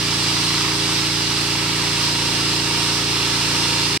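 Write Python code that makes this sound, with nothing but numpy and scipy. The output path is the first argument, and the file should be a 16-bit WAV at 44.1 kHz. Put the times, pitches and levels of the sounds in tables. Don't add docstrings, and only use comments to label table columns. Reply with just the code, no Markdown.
import sys
import numpy as np
from scipy import signal
from scipy.fft import rfft, irfft
from scipy.io import wavfile
from scipy.ndimage import uniform_filter1d

SR = 44100
rng = np.random.default_rng(int(sys.argv[2]) if len(sys.argv) > 2 else 0)


def inscribe(sig):
    pcm = np.round(np.clip(np.atleast_2d(sig).T, -1, 1) * 32767)
    wavfile.write(sys.argv[1], SR, pcm.astype(np.int16))


N = 176400
TIME_S = np.arange(N) / SR
FREQ_HZ = np.arange(N // 2 + 1) * SR / N
SHAFT_HZ = 28.584

# (harmonic number [1], relative level [dB], change once firm [dB])
SHAFT_HARMONICS = [(1, -30, 0), (2, -6.5, 0.5), (3, -13, 0), (4, 1, 0.5), (5, 0.75, 0), (6, 0.5, -1.5),
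                   (7, -13.5, 0), (8, -47, -31), (9, -5, 1.5), (10, -10, 1.5), (11, 2.5, -1), (12, -7, 0.5),
                   (13, -31, 18.5), (14, -2.5, -0.5), (15, -23.5, 3.5), (16, -33, 20.5), (17, -31, 15.5),
                   (18, -12.5, 3), (20, -28, 9), (21, -26.5, 6), (22, -17, -3), (25, -17.5, 1),
                   (28, -15, -0.5), (30, -10, 0), (31, -22, 9), (32, -13.5, 5.5), (33, -9, 6.5),
                   (34, -24, -1)]

def pump_hum(turns, firmness, flutter=0.011):
    hum = 0
    for k, db, change_db in SHAFT_HARMONICS:
        if k < 8:
            delay_s, dispersion_rad = .0013 + .0013 * (k % 2), 0
        elif k < 28:
            delay_s, dispersion_rad = .0175, .48 * (k - 10) ** 2
        else:
            delay_s, dispersion_rad = .0185, 0
        phase = 2 * np.pi * k * (turns - delay_s * SHAFT_HZ) - dispersion_rad
        amplitude = undb(db + change_db * firmness) * (1 + flutter * k * drift(5.4))
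        hum = hum - amplitude * np.cos(phase)
    return at_level(hum, db=-27) * pan(-2.5)


# (frequency [Hz], relative spectral level [dB])
AIR_SPECTRUM = [(25, -25), (70, -22), (130, -9.5), (200, -8.5), (330, -8.5), (420, -8.5), (700, -13.5),
                (1000, -6), (1700, -6), (2300, -5), (2800, -1.5), (3500, -2.6), (4200, -0.1), (5000, 0.8),
                (5500, -1.3), (6500, -9), (7500, -11), (8900, -8.5), (10000, -20.5), (11000, -21),
                (12500, -20), (14000, -28), (15800, -28)]

def air_rush(ticks_per_s=1500, rattle_share=0.23):
    ticks = (rng.random(N) < ticks_per_s / SR) * rng.standard_normal(N)
    hiss = rng.standard_normal(N)
    rush = np.sqrt(1 - rattle_share) * hiss + np.sqrt(rattle_share) * at_level(ticks, db=0)
    wash = sound_field(rfft(rng.standard_normal(N)), rfft(rng.standard_normal((2, N))))
    return at_level(colour(room(rush) + undb(-11) * wash, AIR_SPECTRUM), db=-21)


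# (frequency [Hz], bandwidth [Hz], relative level [dB], change once firm [dB])
CASING_MODES = [(934, 50, -3, 1), (1344, 19, 0.5, 1.5), (2410, 16, -19.5, 22), (2723, 13, 4, 3.5),
                (2816, 11, -3, 6.5), (3364, 18, 2, 1.5), (3610, 8.8, 3, 0), (3950, 19, 3.5, -5),
                (4030, 9.7, 1.5, -11), (4430, 14, 4, -14), (4770, 22, 7, -19), (4960, 40, -1, -0.5),
                (5135, 13, -4.5, 6), (5375, 11, 3.5, 3.5), (6100, 9.6, -19, 0), (9250, 27, -23, -4),
                (9200, 24, -24, 0), (9990, 28, -6.5, 1)]

def casing_ring(firmness, waver_db=.9):
    modes = 0
    for centre_hz, width_hz, db, change_db in CASING_MODES:
        excitation = rng.standard_normal(N) + rng.standard_normal((2, N))
        ring = irfft(rfft(excitation) / (1 + 2j * (FREQ_HZ - centre_hz) / width_hz), N)
        modes = modes + at_level(ring, db) * undb(change_db * firmness + waver_db * drift(4.47))
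    return at_level(modes, db=-31.5)


# (frequency [Hz], relative spectral level [dB])
VALVE_SPECTRUM = [(300, -45), (700, -16), (950, 1.5), (1300, 0), (1600, -9), (2200, 0.5), (3200, -19.5),
                  (6000, -30.5)]
# (time [s], relative level [dB])
VALVE_ENVELOPE = [(0, -5), (.2, -1.5), (.36, 1), (.48, -1), (.64, 3), (.8, -3.5), (1.03, -2), (1.2, -8.5),
                  (1.37, -1), (1.47, -4), (1.582, 1.5), (1.75, -0.5), (1.9, -1), (2.7, -7), (3.1, -2.5),
                  (3.45, -2), (3.7, -3), (3.92, 0.5)]

def valve_chatter(turns, delay_s=0.018, sharpness=.9, waver_db=.5):
    gate = np.exp(sharpness * np.cos(2 * np.pi * (turns - delay_s * SHAFT_HZ)))
    strength_db = np.interp(TIME_S, *np.array(VALVE_ENVELOPE).T) + waver_db * drift(24)
    puffs = gate * rng.standard_normal(N) * undb(strength_db)
    return at_level(colour(puffs, VALVE_SPECTRUM), db=-34)


# (time [s], centre frequency [Hz], relative level [dB])
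WHISTLE_GLIDE = [(0, 5000, -10), (.25, 4800, -1), (.48, 4180, 0), (.7, 4200, -12), (1.0, 5200, -11),
                 (1.13, 5100, 2), (1.271, 4700, -6), (1.42, 4450, 0), (1.6, 4450, -23), (2.2, 5200, -4),
                 (2.48, 4850, 3), (2.619, 5400, -6), (2.8, 5480, -3), (2.96, 4900, 2), (3.1, 5400, -11),
                 (3.35, 5700, -7), (3.55, 4400, -12), (3.751, 4200, 2), (3.95, 4850, 1)]

def air_whistle(width_hz=260):
    times, centre_hz, db = np.array(WHISTLE_GLIDE).T
    noise = rfft(rng.standard_normal((2, 2, N)))
    in_phase, quadrature = irfft(noise / (1 + (2 * FREQ_HZ / width_hz) ** 2), N)
    phase = 2 * np.pi * np.cumsum(np.interp(TIME_S, times, centre_hz)) / SR
    band = in_phase * np.cos(phase) + quadrature * np.sin(phase)
    return at_level(band, db=-33.5) * undb(np.interp(TIME_S, times, db))


def room(x, t60_s=0.32):
    tails = rng.standard_normal((2, N)) * np.exp(-np.log(1000) * TIME_S / t60_s)
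    tails = tails / np.sqrt(np.sum(tails ** 2, axis=1, keepdims=True))
    return sound_field(rfft(x), rfft(x) * rfft(tails))


# (frequency [Hz], ratio [dB])
REVERBERANT_RATIO = [(200, -22), (600, -7), (1400, -2), (3000, -2), (5000, 10.5), (12000, 13)]

def sound_field(direct, reflected, left_lag_s=.000045):
    ratio = undb(per_frequency(REVERBERANT_RATIO))
    lag = np.exp(-2j * np.pi * FREQ_HZ * np.array([[left_lag_s], [0]]))
    return irfft((direct * lag + ratio * reflected) / np.hypot(1, ratio), N)


def undb(db):
    return 10 ** (np.asarray(db) / 20)


def at_level(x, db):
    return x * undb(db) / np.sqrt(np.mean(x ** 2))


def pan(left_minus_right_db):
    return undb(left_minus_right_db * np.array([[1], [-1]]) / 2)


def per_frequency(points):
    hz, value = np.array(points, float).T
    return np.interp(np.log(FREQ_HZ + 1e-9), np.log(hz), value)


def colour(x, points):
    return irfft(rfft(x) * undb(per_frequency(points)), N)


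def drift(steps_per_s):
    span = int(SR / steps_per_s)
    steps = np.repeat(rng.standard_normal(400)[:N // span + 1], span)
    return at_level(uniform_filter1d(uniform_filter1d(steps, span), span)[:N], db=0)


# (time [s], relative level [dB])
FLOW_ENVELOPE = [(0, -25.5), (.2, -24), (.55, -24), (.7, -24.5), (.78, -25), (.92, -24), (1.15, -24.5),
                 (1.5, -25), (1.921, -25), (2.05, -24), (2.2, -24.5), (2.42, -24.5), (2.679, -25),
                 (2.78, -23.5), (3.1, -25), (3.279, -24), (3.65, -24), (3.95, -24.5)]
# (frequency [Hz], left minus right level [dB])
NOISE_BALANCE = [(600, -0.5), (1300, -2.5), (2400, -4.5), (4400, -3.5), (8100, -1.7), (15000, 0)]

def scene(speed_wander=0.00032, firm_at_s=1.94, firm_rise_s=0.28, flow_waver_db=0.3):
    turns = np.cumsum(SHAFT_HZ * (1 + speed_wander * drift(1.975))) / SR
    firmness = (1 + np.tanh((TIME_S - firm_at_s) / firm_rise_s)) / 2
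    times, db = np.array(FLOW_ENVELOPE).T
    flow = undb(np.interp(TIME_S, times, db - db.mean()) + flow_waver_db * drift(12))
    noise = flow * (air_rush() + casing_ring(firmness)) + air_whistle() + room(valve_chatter(turns))
    noise = irfft(rfft(noise) * pan(per_frequency(NOISE_BALANCE)), N)
    return pump_hum(turns, firmness) + noise


def record(dry, cutoff_hz=15780, mute_at_s=3.977, mute_db=-44):
    gate = np.clip((mute_at_s - TIME_S) / .002, undb(mute_db), 1)
    low_pass = signal.ellip(12, .1, 80, cutoff_hz, fs=SR, output="sos")
    return signal.sosfilt(low_pass, dry * gate)


dry = scene()
out = record(dry)
inscribe(out)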